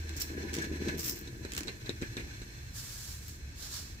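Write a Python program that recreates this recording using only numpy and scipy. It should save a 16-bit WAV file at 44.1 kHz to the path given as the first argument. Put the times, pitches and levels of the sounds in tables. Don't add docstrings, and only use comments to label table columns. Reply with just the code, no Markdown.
import sys
import numpy as np
from scipy import signal
from scipy.fft import rfft, irfft
from scipy.io import wavfile
from scipy.ndimage import map_coordinates

SR = 44100
rng = np.random.default_rng(int(sys.argv[2]) if len(sys.argv) > 2 else 0)


def store_pcm(level_fs):
    pcm = np.round(np.clip(level_fs, -1, 1) * 32767).astype(np.int16)
    wavfile.write(sys.argv[1], SR, np.atleast_2d(pcm).T)


N = 176400
T = np.arange(N) / SR
HZ = np.fft.rfftfreq(4096, 1 / SR)


# t/s, rise/s, fall/s, level/dB, spray re jet/dB
SPITS = [(0.1635, 0.0026, 0.023, -35.5, -3), (.197, .003, 0.013, -44, 7),
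         (0.2048, 0.0036, 0.0049, -29.5, -7), (0.2132, 0.006, 0.0092, -27.5, 0.5),
         (.222, 0.0033, 0.14, -47, -2.5), (0.525, 0.019, 0.04, -42.5, -7), (.615, 0.0064, 0.016, -43, -22),
         (.878, 0.0049, 0.015, -47, -9), (0.972, 0.028, 0.14, -37.5, 0), (1.04, 0.046, 0.062, -37.5, 2),
         (1.13, 0.028, 0.055, -51.5, -22)]
# t/s, level/dB, spray re drop/dB
SPUTTERS = [(0.0917, -36.5, -23), (0.532, -37, -22), (0.539, -28.5, -25), (.55, -36, -20),
            (0.565, -33, -25), (0.585, -33, -16), (0.642, -37.5, -22), (0.851, -43, -11), (.981, -42, 3),
            (1.03, -35, 1), (1.058, -40, 10), (1.086, -47, 7), (1.159, -46, 7), (1.168, -49, 7),
            (1.189, -50, 8), (1.2108, -47.5, 10.5), (1.5188, -32, -16), (1.5338, -32, -11),
            (1.549, -33, -10), (1.564, -31, -14), (1.5765, -26, -7), (1.5875, -34, -19), (1.6058, -32, -16),
            (1.6317, -35.5, -16), (3.2807, -48, 9)]
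# f/Hz, level/dB
SPIT_SPECTRUM = [(300, -46), (1000, -4), (2200, 0.5), (3500, -0.5), (5500, 6.5), (7500, 9), (9700, -3.5),
                 (12000, -8), (15500, -7)]
SPRAY_SPECTRUM = [(2000, -19), (8000, -15), (10500, -10), (11700, -4.5), (13300, 2.5), (14000, -2),
                  (15000, 3), (16000, 1)]
SPUTTER_SPECTRUM = [(300, -18), (1000, 5), (2000, 13), (4000, 11.5), (7400, 13), (9800, -1.5), (11000, 7.5),
                    (14000, -45), (15700, 10)]
# f/Hz, width/Hz, lift/dB
HOLE_PEAKS = [(1800, 210, 5), (4570, 600, 2.5), (5500, 690, 5.5), (11800, 190, 6), (12730, 300, 5.5),
              (14700, 250, 2), (15350, 270, 1)]

def spitting():
    spit, sputter, spray = np.zeros((3, N))
    for start_s, rise_s, fall_s, db, spray_db in SPITS:
        jet = amp(db) * puff(start_s, rise_s, fall_s)
        spit += jet
        spray += jet * amp(spray_db)
    for start_s, db, spray_db in SPUTTERS:
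        jet = amp(db) * puff(start_s, rise_s=0.0022, fall_s=0.0042)
        sputter += jet
        spray += jet * amp(spray_db)
    ragged = flutter(rate_hz=170, depth_db=3.5)
    holes_db = peaks(HOLE_PEAKS)
    return (colour(noise() * spit * ragged, curve(SPIT_SPECTRUM) + holes_db)
            + colour(noise() * spray * ragged, curve(SPRAY_SPECTRUM) + holes_db)
            + colour(noise() * sputter, curve(SPUTTER_SPECTRUM)))


# t/s, bubbling level/dB, steam level/dB
BOIL = [(0, -52, -50.5), (.24, -48.5, -49.5), (.38, -41, -51), (.62, -41, -45.5), (.78, -44, -50),
        (.89, -37.5, -43), (.97, -42, -47), (1.02, -49.5, -50), (1.36, -50, -54.5), (1.46, -47, -51),
        (1.62, -46, -49.5), (1.8, -52, -53.5), (2.1, -55, -52.5), (2.22, -52, -51), (2.5, -57, -53.5),
        (2.7, -67.5, -54), (3.25, -63.5, -56.5), (3.45, -63.5, -54.5), (4, -60, -55)]
# t/s, peak level/dB
THUMPS = [(.378, -27.5), (0.45, -30.5), (.566, -26.5), (0.606, -34), (.669, -26.5), (.714, -27.5),
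          (0.8209, -22), (0.8748, -22), (.89, -25), (.942, -27), (1.131, -36), (1.608, -33)]
# f/Hz, level/dB
TANK_SPECTRUM = [(60, -26), (140, 0), (210, -1.5), (255, -7), (325, -5), (400, -5.5), (470, -10.5),
                 (540, -19.5), (760, -30.5), (1300, -35), (4000, -56)]
# f/Hz, width/Hz, lift/dB
TANK_PEAKS = [(223, 20, 7.3), (279.4, 19.5, 11.2), (330, 43, 11), (378, 40, 3.9), (459.4, 29, 9.3),
              (627, 86, 12.5), (806, 48, 16.5), (995, 72, 22.9)]
# f/Hz, L-R correlation
IRON_STEREO = [(100, 1), (330, 0.87), (520, 0.34), (850, 0.13), (1250, -0.64), (1800, -0.38),
               (2500, -0.052), (6000, -0.16), (15000, 0.16)]

def boiling(bubbles_per_s=500, spread_db=6.5):
    sizes = amp(spread_db * np.minimum(rng.exponential(1, (2, N)), 3))
    signs = rng.choice([-1, 1], (2, N))
    collapses = rng.random((2, N)) < bubbles_per_s / SR
    pops = unit_rms(correlate(sizes * signs * collapses, IRON_STEREO))
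    thumps = sum(thud(start_s, db, hz=281) for start_s, db in THUMPS)
    return colour(pops * level(BOIL), curve(TANK_SPECTRUM) + peaks(TANK_PEAKS)) + thumps


# t/s, thud/dB, click/dB, click and snap fall/s, snap/dB, rattle/dB
KNOCKS = [(0.884, -31, -34, 0.012, -37.5, -38.5), (1.274, -37, -45, 0.014, -46, -63),
          (1.4493, -31.5, -37.5, 0.0077, -49, -47), (1.672, -38, -39.5, 0.015, -48, -51),
          (1.681, -40, -35, 0.0067, -36, -40), (1.86, -41, -44, 0.011, -42, -50),
          (1.893, -23.5, -31, .0045, -28.5, -41.5), (2.015, -34, -41.5, .008, -55, -54),
          (2.0211, -24, -35, 0.0045, -58, -41.5), (2.168, -31, -36, 0.01, -36, -38.5),
          (2.197, -34.5, -45.5, 0.011, -48, -43), (2.417, -40, -44.5, 0.021, -65, -63)]
# f/Hz, level/dB
CLICK_SPECTRUM = [(200, 7.5), (600, -4), (1100, -4.5), (2400, 0), (3400, -5.5), (4800, -4), (6300, -6.5),
                  (8000, -4.5), (9300, -28), (12000, -14.5), (15500, -32)]
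SNAP_SPECTRUM = [(2500, -34), (3500, -6), (4050, -0.5), (4700, -11.5), (7000, -34)]
RATTLE_SPECTRUM = [(200, 2.5), (400, 10.5), (700, -3), (1250, -9), (1750, 3.5), (2500, 7.5), (3400, -10.5),
                   (4200, -4), (7000, -19), (15000, -22)]
# f/Hz, width/Hz, lift/dB
HOUSING_PEAKS = [(1590, 380, 9.8), (2760, 69, 2.8), (4030, 340, 17), (5530, 200, 5), (6200, 280, 14.5),
                 (7720, 650, 8)]

def knocks():
    thuds, clicks, snaps, rattles = np.zeros((4, N))
    for start_s, thud_db, click_db, fall_s, snap_db, rattle_db in KNOCKS:
        strike = puff(start_s, rise_s=0.00047, fall_s=fall_s)
        thuds += thud(start_s, thud_db, hz=298)
        clicks += amp(click_db) * strike
        snaps += amp(snap_db) * strike
        rattles += amp(rattle_db) * puff(start_s, rise_s=0.011, fall_s=0.017)
    return (thuds
            + colour(noise() * clicks, curve(CLICK_SPECTRUM) + peaks(HOUSING_PEAKS))
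            + colour(noise() * snaps, curve(SNAP_SPECTRUM))
            + colour(noise() * rattles, curve(RATTLE_SPECTRUM)))


# t/s, level/dB
SLIDE = [(2.73, -59.5), (2.75, -45), (2.796, -40.5), (2.82, -45), (3.12, -44.5), (3.214, -52.5),
         (3.29, -48.5), (3.42, -62), (3.544, -61), (3.58, -50), (3.634, -42), (3.694, -46), (3.76, -38),
         (3.84, -48), (3.93, -55), (4, -62)]
# f/Hz, level/dB
CLOTH_SPECTRUM = [(200, -23), (700, -16.5), (1200, -9), (1700, -10), (2300, -12), (3600, -5), (4500, -1.5),
                  (5600, -1), (6600, 0), (7500, -1), (8600, -5.5), (9800, -9), (11400, -4.5), (14000, -8.5),
                  (15500, -6.5)]
BACK_STROKE_EQ = [(700, 5), (2000, -0.5), (3500, 3), (5000, 3.5), (8000, 0), (12000, -1), (15500, -0.5)]
# f/Hz, width/Hz, lift/dB
PLATE_PEAKS = [(1670, 150, 7.5), (4400, 270, 1.8), (5500, 250, 3.5), (7380, 240, 4.3)]
# f/Hz, L-R correlation
CLOTH_STEREO = [(300, 0.72), (700, 0.36), (1800, 0.57), (2300, 0.5), (5000, -0.2), (12000, 0.048)]

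def sliding(turn_s=3.48):
    rub = noise(CLOTH_STEREO) * level(SLIDE) * flutter(rate_hz=120, depth_db=0.9)
    back = T > turn_s
    cloth_db = curve(CLOTH_SPECTRUM) + peaks(PLATE_PEAKS)
    return colour(rub * ~back, cloth_db) + colour(rub * back, cloth_db + curve(BACK_STROKE_EQ))


# f/Hz, level/dB
VENT_SPECTRUM = [(100, -9.5), (600, 0), (1200, -1.5), (2300, 3), (3400, -1.5), (6000, -3.5), (8000, -7),
                 (9500, -29.5), (12000, -8.5), (15500, -22)]
# f/Hz, width/Hz, lift/dB
VENT_PEAKS = [(1553, 74, 9), (1737, 440, 9.5), (2224, 61, 9), (2420, 61, 4), (2595, 72, 10.5),
              (3486, 126, 8.5), (4146, 260, 14.5), (5460, 460, 7.5), (6255, 370, 11.5), (7050, 370, -10.5),
              (7720, 1000, 6)]

def steam_flow(boil_exponent=0.34):
    boil = level(BOIL)
    raggedness = (boil / boil.max()) ** boil_exponent
    surges = flutter(rate_hz=25, depth_db=3.0) ** raggedness
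    hiss = colour(noise(), curve(VENT_SPECTRUM) + peaks(VENT_PEAKS))
    return drift(hiss, share=0.009, rate_hz=14) * level(BOIL, column=2) * surges


# t/s, level/dB
JOLTS = [(0.364, -44.5), (.478, -41), (.605, -39), (.622, -53), (0.732, -43.5), (0.878, -36), (1.57, -45),
         (1.859, -45.5), (2.015, -38.5), (2.167, -44)]
# f/Hz, level/dB
SHELL_SPECTRUM = [(700, -25.5), (1300, -33), (1540, -7), (1640, -6.5), (1710, 4.5), (1800, -10),
                  (2000, -13.5), (2500, -16), (4000, -38)]
# f/Hz, L-R correlation
SHELL_STEREO = [(1200, -0.49), (1750, -0.59), (2300, -0.11)]

def shell_ring(coupling_db=-9.5):
    bubbling = amp(coupling_db) * level(BOIL)
    jolts = sum(amp(db) * puff(start_s, rise_s=0.013, fall_s=0.057) for start_s, db in JOLTS)
    return colour(noise(SHELL_STEREO) * np.hypot(bubbling, jolts), curve(SHELL_SPECTRUM))


# t/s, level/dB
HUM = [(0, -36.5), (.12, -41.5), (.2, -46.5), (.5, -43), (.63, -45), (.79, -40.5), (.9, -43.5), (1.1, -55),
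       (1.4, -65.5), (4, -74)]

def hum(hz=77.9, waver=0.0024):
    pitch_hz = hz * (1 + waver * wander(rate_hz=6.8))
    tone = np.sqrt(2) * np.sin(2 * np.pi * np.cumsum(pitch_hz) / SR)
    return tone * level(HUM) * flutter(rate_hz=30, depth_db=-0.5)


# t/s, level/dB
DRONE = [(0, -75), (1.2, -55.5), (1.42, -53), (1.64, -63), (1.9, -48), (2.35, -49.5), (2.55, -51.5),
         (2.72, -47.5), (2.92, -52.5), (3.12, -51.5), (3.45, -57), (4, -58)]

def drone(hz=113, width_hz=32.7):
    return np.sqrt(2) * np.sin(2 * np.pi * hz * T) * wander(width_hz / 2) * level(DRONE)


# f/Hz, level/dB
ROOM_SPECTRUM = [(20, -27), (35, -6), (55, -4.5), (76, 1), (100, -12), (125, -8), (200, -18), (400, -28.5),
                 (800, -42.5), (3000, -48), (9000, -49.5), (15500, -76)]
# f/Hz, L-R correlation
ROOM_STEREO = [(25, 1), (80, 0.95), (200, 0.93), (500, 0.86), (1000, 0.58), (3000, 0)]

def room_rumble(db=-47.5):
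    return amp(db) * colour(noise(ROOM_STEREO), curve(ROOM_SPECTRUM))


def reflections(x, t60_s, wet_db, gap_s=0.004):
    t = T[:SR // 2]
    tail = rng.standard_normal((2, len(t))) * amp(-60 * t / t60_s) * (t > gap_s)
    return amp(wet_db) * signal.oaconvolve(x, tail / np.linalg.norm(tail[0]), axes=1)[:, :N]


def thud(start_s, db, hz, swell_s=0.0018):
    t = T - start_s - swell_s
    envelope = np.exp(-np.minimum((t / swell_s) ** 2, 50))
    return -amp(db) * envelope * np.cos(2 * np.pi * hz * t)


def puff(start_s, rise_s, fall_s):
    t = T - start_s
    return np.clip(t / rise_s, 0, 1) * amp(-20 * np.clip((t - rise_s) / fall_s, 0, 10))


def amp(db):
    return 10 ** (np.asarray(db) / 20)


def unit_rms(x):
    return x / np.sqrt(np.mean(x ** 2) + 1e-20)


def level(points, column=1):
    columns = np.transpose(points)
    return amp(np.interp(T, columns[0], columns[column]))


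def curve(points, hz=HZ):
    f, value = np.transpose(points)
    return np.interp(np.log(hz + 1), np.log(f + 1), value)


def peaks(table):
    return sum(db / (1 + (2 * (HZ - hz) / width_hz) ** 2) for hz, width_hz, db in table)


def colour(x, db):
    log_gain = np.log(amp(np.r_[db, db[-2:0:-1]]))
    taps = np.fft.ifft(np.exp(np.conj(signal.hilbert(log_gain)))).real
    return signal.oaconvolve(x, taps[None] / np.linalg.norm(taps), axes=1)[:, :N]


def correlate(two, stereo):
    left, other = rfft(two)
    likeness = curve(stereo, np.fft.rfftfreq(N, 1 / SR))
    right = likeness * left + np.sqrt(1 - likeness ** 2) * other
    return irfft(np.array([left, right]), N)


def noise(stereo=IRON_STEREO):
    return correlate(rng.standard_normal((2, N)), stereo)


def wander(rate_hz):
    lowpass = np.exp(-(np.fft.rfftfreq(N, 1 / SR) / rate_hz) ** 2)
    return unit_rms(irfft(rfft(rng.standard_normal(N)) * lowpass, N))


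def flutter(rate_hz, depth_db):
    return unit_rms(amp(depth_db * np.clip(wander(rate_hz), -2, 2)))


def drift(x, share, rate_hz):
    position = np.cumsum(1 + share * wander(rate_hz))
    return np.array([map_coordinates(side, [position], order=5, mode="wrap") for side in x])


def scene():
    sharp = spitting() + knocks()
    background = hum() + drone() + room_rumble()
    simmer = boiling() + shell_ring() + steam_flow()
    return sharp + simmer + sliding() + background + reflections(sharp, t60_s=0.095, wet_db=-6)


# f/Hz, L minus R level/dB
MIC_BALANCE = [(70, -1), (200, 1.5), (380, 3), (650, 2.5), (1000, 0), (1400, 2), (1700, 0), (2400, 0.5),
               (3300, 1.5), (4300, -6.5), (6000, -4), (8000, -2), (10800, 0), (12500, 6), (15000, 32)]

def record(dry, cutoff_hz=15600):
    balance_db = curve(MIC_BALANCE, np.fft.rfftfreq(N, 1 / SR))
    gains = amp(np.array([balance_db, -balance_db]) / 2)
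    gains /= np.sqrt(np.mean(gains ** 2, axis=0))
    heard = irfft(rfft(dry) * gains, N)
    lowpass = signal.firwin(511, cutoff_hz, window=("kaiser", 9), fs=SR)
    return signal.oaconvolve(heard, lowpass[None], "same")


dry = scene()
out = record(dry)
store_pcm(out)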